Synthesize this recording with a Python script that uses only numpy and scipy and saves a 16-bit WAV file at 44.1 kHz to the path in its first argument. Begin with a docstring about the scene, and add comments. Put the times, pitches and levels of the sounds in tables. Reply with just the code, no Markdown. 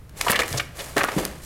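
"""A meeting room, close to a desk microphone: sheets of paper are leafed through and squared up.
The sheets rub and hiss, buckle with hollow flaps and snap at their creases, all from tiny slips of
paper fibre. Edges swish past each other, swinging sheets push soft puffs of air, and the stack bumps
the booming desk top. A short room tail and a low ventilation rumble lie behind."""
import sys
import numpy as np
from scipy import signal
from scipy.fft import rfft, irfft
from scipy.io import wavfile

SR = 44100
rng = np.random.default_rng(int(sys.argv[2]) if len(sys.argv) > 2 else 0)


def int16_out(signal):
    """Quantize to a 16-bit WAV file."""
    q = np.round(np.clip(np.atleast_2d(signal).T, -1, 1) * 32767)
    wavfile.write(sys.argv[1], SR, q.astype(np.int16))


N = 63945
HZ, T = np.fft.rfftfreq(N, 1 / SR), np.arange(N) / SR


def amp(db):
    """Decibels to gain."""
    return 10 ** (np.asarray(db) / 20)


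def unit_rms(x):
    """Scales to rms 1."""
    return x / np.sqrt(np.mean(x ** 2) + 1e-20)


def curve_at(points, hz):
    """Reads a curve on a log-frequency axis."""
    f, value = np.transpose(points)
    return np.interp(np.log(hz + 1), np.log(f + 1), value)


def equalise(x, eq):
    """Filters by an EQ curve in dB."""
    return irfft(rfft(x) * amp(curve_at(eq, HZ)), N)


def add(mix, start, sound):
    """Mixes a sound in at a start time in seconds."""
    part = mix[max(round(start * SR), 0):][:len(sound)]
    part += sound[:len(part)]


def slips(grain_db, size):
    """Grainy noise: dense tiny slips of paper fibre, of uneven strength."""
    noise, strength = rng.standard_normal((2, size))
    return noise * amp(grain_db * np.clip(strength, -3, 3))


def resonance(f, hz, octaves):
    """Gain of one broad resonance, falling steeply in the bass."""
    f = np.abs(f) + 1
    peak = (1 + (np.log2(f / hz) / octaves) ** 2 / 6) ** -2.2
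    low_cut = f ** 2 / (f ** 2 + (hz / 6) ** 2)
    return peak / np.sqrt(f) * low_cut


def burst(length, hz, octaves, rise, fall, size=8192):
    """Grainy noise rings a resonance, dying away after `length` seconds; rms about 1 when fully open."""
    t = np.arange(size) / SR
    envelope = np.minimum(t / rise, 1) * np.exp(-np.maximum(t - length, 0) / fall)
    band = resonance(np.fft.rfftfreq(size, 1 / SR), hz, octaves)
    sound = envelope * irfft(rfft(slips(grain_db=4.5, size=size)) * band)
    sound = signal.sosfilt(signal.butter(2, hz / 10, "high", fs=SR, output="sos"), sound)
    return sound * np.sqrt(np.sum(envelope ** 2) / np.sum(sound ** 2))


# The bass-heavy tone of the ventilation. Each row: frequency in Hz, relative level in dB.
VENT_EQ = [(25, 0.5), (55, 0.5), (90, -3), (135, -5.5), (230, -19), (400, -24), (700, -24.5), (1500, -28),
           (3000, -37), (8000, -41.5), (16000, -43)]

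def ventilation(air_db=-42.5, hum_hz=60.64, hum_db=-46.5):
    """The ventilation lays a steady bed of rumble, faint hiss and low hum."""
    air = unit_rms(equalise(rng.standard_normal(N), VENT_EQ))
    hum = unit_rms(np.sin(2 * np.pi * hum_hz * T))
    return amp(air_db) * air + amp(hum_db) * hum


# Early reflections off the desk and a screen. Each row: delay in seconds, gain.
REFLECTIONS = [(.0017, .15), (.0071, .1), (0.0139, .12)]
# How long the room rings. Each row: frequency in Hz, seconds to fall 60 dB.
TAIL_T60 = [(60, 1), (250, 0.52), (1000, 0.48), (3000, 0.47), (8000, 0.37), (16000, .12)]
# The tone of the tail. Each row: frequency in Hz, gain in dB.
TAIL_EQ = [(50, 2), (250, 1.5), (550, 4.5), (1000, 0.5), (2000, 1), (4000, -2), (16000, -7)]

def room(direct, tail_db=-13, build_s=0.027):
    """The room adds a few near reflections and a diffuse tail whose treble dies first."""
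    hz, t, noise = signal.stft(rng.standard_normal(N), SR, nperseg=256)
    decay = amp(-60 * t / curve_at(TAIL_T60, hz)[:, None])
    tail = signal.istft(noise * decay, SR, nperseg=256)[1][:N]
    tail = equalise(tail / np.linalg.norm(tail), TAIL_EQ)
    tail *= np.minimum(T / build_s, 1) * (T < 1)
    out = direct + amp(tail_db) * signal.fftconvolve(direct, tail)[:N]
    for delay, gain in REFLECTIONS:
        add(out, delay, gain * direct)
    return out


# Soft, deep puffs of air. Each row: start in seconds, level in dB.
AIR_PUFFS = [(0.214, -35.5), (0.368, -44), (0.764, -42.5), (1.189, -34.5)]

def air_puffs():
    """A swinging sheet pushes air at the microphone."""
    out = np.zeros(N)
    for start, db in AIR_PUFFS:
        add(out, start, amp(db) * burst(length=0.031, hz=50.5, octaves=0.18, rise=0.015, fall=0.04))
    return out


# Dull bumps on the desk. Each row: start in seconds, length in seconds, level in dB, centre in Hz,
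# width in octaves.
DESK_BUMPS = [(0.296, 0.0054, -24, 223, 0.67), (0.396, 0.006, -23, 540, .3), (0.513, 0.013, -31, 95, 0.2),
              (.805, .008, -37, 510, 0.08), (0.963, .02, -26.5, 443, 1.46), (1.161, 0.015, -22, 246, 0.62),
              (1.18, 0.0087, -22, 334, 0.87), (1.204, 0.0078, -31, 400, 0.88)]
# The desk top's modes. Each row: frequency in Hz, relative level in dB, seconds to fall 60 dB.
DESK_MODES = [(129, -3.5, 0.21), (163, -26, 0.51), (252, -15, 0.13), (410, -34, 0.052), (590, -11, 0.12)]
# Pushes that set the desk booming. Each row: start in seconds, gain in dB.
DESK_PUSHES = [(.5445, -21), (1.165, -30)]

def desk():
    """The stack or a hand bumps the desk, and a push rings the low modes of its top."""
    out = np.zeros(N)
    for start, length, db, hz, octaves in DESK_BUMPS:
        add(out, start, amp(db) * burst(length, hz, octaves, rise=0.0015, fall=0.0092))
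    boom = sum(amp(db - 60 * T / t60) * np.sin(2 * np.pi * hz * T) for hz, db, t60 in DESK_MODES)
    for start, db in DESK_PUSHES:
        add(out, start, amp(db) * boom)
    return out


# Fader rides for the bright hiss and the lower rustle. Each row: time in seconds, level in dB.
HISS_FADER = [(0, -75), (.15, -72), (.175, -41.5), (.255, -35), (.3, -36), (.345, -53), (.45, -47.5),
              (.495, -36), (.575, -37.5), (.597, -59), (.625, -47), (.66, -55), (.735, -60), (.775, -40),
              (.805, -39), (.85, -40.5), (.93, -46.5), (.985, -41), (1.025, -48), (1.11, -44.5),
              (1.15, -40.5), (1.19, -35), (1.27, -44.5), (1.31, -49.5), (1.41, -51.5), (1.45, -39.5)]
RUSTLE_FADER = [(0, -90), (.15, -51.5), (.2, -42.5), (.25, -33), (.3, -30), (.38, -33), (.44, -33.5),
                (.5, -39.5), (.555, -32.5), (.62, -38), (.67, -54.5), (.745, -52), (.8, -36), (.83, -42),
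                (.9, -42), (.955, -47.5), (.98, -29.5), (1.1, -36), (1.15, -37), (1.19, -28), (1.25, -34.5),
                (1.33, -43.5), (1.45, -54)]
# The tone of each layer. Each row: frequency in Hz, relative level in dB.
HISS_EQ = [(100, -27), (1000, -2.5), (2500, -4), (4500, -0.5), (7500, 1), (12000, -3.5), (14000, -7),
           (16000, -11)]
RUSTLE_EQ = [(40, -3), (200, -10.5), (350, -4), (540, 0.5), (800, 0.5), (1300, -4), (2100, -5.5),
             (3200, -9.5), (6000, -18), (16000, -24.5)]

def rubbing(fader, eq):
    """Sheet rubs on sheet: grainy friction that flutters and ticks as they catch and let go."""
    flutter_db, flutter_step_s = 1.5, 0.005
    ticks_per_s, tick_db, tick_spread_db, tick_decay_s = 130, -11.5, 2.5, 0.0009
    flutter = np.interp(T / flutter_step_s, np.arange(2000), rng.standard_normal(2000))
    catches = rng.random(N) < ticks_per_s / SR
    strength = amp(tick_spread_db * np.minimum(rng.exponential(1, N), 3))
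    ticks = signal.lfilter([1], [1, -np.exp(-1 / (tick_decay_s * SR))], catches * strength)
    roughness = amp(flutter_db * flutter) + amp(tick_db) * unit_rms(ticks)
    friction = equalise(slips(grain_db=5.5, size=N) * roughness, eq)
    return unit_rms(friction) * amp(np.interp(T, *np.transpose(fader)))


# Short, bright swishes. Each row: start in seconds, length in seconds, level in dB, centre in Hz,
# width in octaves.
EDGE_SWISHES = [(0.206, 0.0067, -26, 3000, 1.4), (0.301, 0.015, -23.5, 11400, 0.37),
                (0.571, 0.016, -23.5, 5350, 0.49), (0.788, 0.025, -33, 3070, 0.75),
                (1.179, 0.0097, -26.5, 2200, 1.8)]

def edge_swishes():
    """An edge slides over a sheet: the friction swells, then stops quickly."""
    out = np.zeros(N)
    for start, length, db, hz, octaves in EDGE_SWISHES:
        add(out, start, amp(db) * burst(length, hz, octaves, rise=0.0061, fall=0.0016))
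    return out


def crack(hz, octaves, size=8192):
    """One sudden slip strikes a sheet's resonance; energy 1."""
    gain = resonance(np.fft.fftfreq(size, 1 / SR), hz, octaves)
    log_gain = np.log(gain / gain.max() + 1e-3)
    spectrum = np.exp(np.conj(signal.hilbert(log_gain)))  # minimum phase keeps the attack sharp
    sound = np.fft.ifft(spectrum).real
    return sound / np.linalg.norm(sound)


# Crisp snaps. Each row: start in seconds, level in dB, centre in Hz, width in octaves,
# decay in seconds, the crack's share of the energy from 0 to 1.
CREASE_SNAPS = [(.094, -43.5, 5130, 1.6, 0.0018, 0.2), (0.2115, -11.5, 2780, 1.2, 0.0018, 0),
                (0.2222, -31, 5000, 1.9, 0.0012, 0.3), (0.2832, -16, 3100, 0.35, .0012, 0.3),
                (.307, -18, 1800, 0.72, 0.00036, 0.8), (0.3175, -9.5, 8900, 0.78, 0.001, 0.03),
                (0.481, -25, 4200, 2.2, 0.0016, 0.77), (.528, -21, 5630, 0.6, 0.0013, 0.5),
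                (0.5427, -24.5, 1020, 0.89, 0.0013, 0.4), (0.608, -30.5, 11000, 1, .001, 0.2),
                (.843, -29, 8900, 1.2, 0.00037, 0.4), (0.9811, -13, 3970, 0.64, 0.00078, 0.2),
                (1.0404, -7, 1250, 1.06, 0.00057, 0.72), (1.0464, -20, 11000, 0.7, 0.00093, 0.3),
                (1.1185, -26, 1790, 1.7, 0.0019, 0.45), (1.251, -15, 11000, 0.85, 0.0014, 0),
                (1.252, -23.5, 2000, 1.2, 0.0017, 0.14)]

def crease_snaps():
    """A crease or corner snaps with one crack and a spray of slips."""
    out = np.zeros(N)
    for start, db, hz, octaves, decay, share in CREASE_SNAPS:
        spray = np.sqrt(1 - share) * burst(decay / 2, hz, octaves, rise=0.00059, fall=decay)
        click = np.sqrt(share * decay * SR) * crack(hz, octaves)
        add(out, start, amp(db) * (click + spray))
    return out


# Hollow flaps. Each row: start in seconds, attack in seconds, length in seconds, level in dB,
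# centre in Hz, width in octaves, crackle in dB relative to the flap.
SHEET_FLAPS = [(0.2628, 0.0088, 0.0083, -14, 960, 0.36, -17),
               (0.2823, 0.00033, 0.0033, -17, 1260, 0.77, -22),
               (0.2947, 0.0048, 0.013, -17.5, 1410, 1, -9.5),
               (0.3238, 0.00042, 0.0012, -18, 1690, 0.48, -8),
               (0.328, 0.0021, 0.0058, -20.5, 1700, 1.1, -19), (0.343, 0.003, 0.0081, -21, 1900, 0.16, -23),
               (0.354, 0.0094, 0.0087, -15, 2320, 0.57, -12.5),
               (0.3909, 0.0003, 0.0018, -14, 1890, 0.95, -27), (.397, 0.0015, .01, -19, 1760, 1.2, -32),
               (0.417, 0.0016, 0.0043, -20, 2090, 0.15, -9.5),
               (0.433, 0.00045, 0.0016, -22.5, 1600, 1, -14), (0.595, 0.0047, 0.0067, -18, 1940, 0.65, -29),
               (.966, 0.0015, 0.0021, -13, 825, 0.66, -10.5), (0.971, 0.0018, 0.012, -20, 1300, 0.54, -10),
               (0.983, 0.00075, 0.019, -24, 1050, 0.94, -11), (1.0063, .003, .011, -18, 1480, 0.57, -31),
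               (1.0337, 0.00064, 0.002, -20.5, 1080, 0.67, -3.5),
               (1.046, 0.0015, 0.0075, -21, 1380, 0.17, -29),
               (1.084, 0.00066, 0.0074, -21, 1070, 0.85, -20)]

def sheet_flaps():
    """A sheet buckles, giving a hollow flap with fine crackle on top."""
    out = np.zeros(N)
    for start, rise, length, db, hz, octaves, crackle_db in SHEET_FLAPS:
        body = burst(length, hz, octaves, rise, fall=0.0046)
        crackle = burst(length, hz=6750, octaves=1, rise=rise, fall=0.0016)
        add(out, start, amp(db) * (body + amp(crackle_db) * crackle))
    return out


def scene():
    """Paper and desk sound in the room; the puffs and the ventilation stay dry."""
    handling = sheet_flaps() + crease_snaps() + edge_swishes() + desk()
    friction = rubbing(HISS_FADER, HISS_EQ) + rubbing(RUSTLE_FADER, RUSTLE_EQ)
    return (room(handling + friction) + air_puffs() + ventilation())[None]


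# The desk microphone's warm tone. Each row: frequency in Hz, gain in dB.
MIC_EQ = [(30, -6), (150, 3), (400, 3), (560, 0), (750, -2.5), (1200, -1.5), (2000, 0), (3200, -1.5),
          (6000, -1.5), (12000, 1), (15500, -3)]
HIGH_CUT_HZ = 15900

def record(dry):
    """The microphone colours the sound, and a steep low-pass trims the very top."""
    low_pass = signal.firwin(401, HIGH_CUT_HZ, window=("kaiser", 9), fs=SR)
    return signal.oaconvolve(equalise(dry[0], MIC_EQ), low_pass, "same")[None]


dry = scene()
out = record(dry)
int16_out(out)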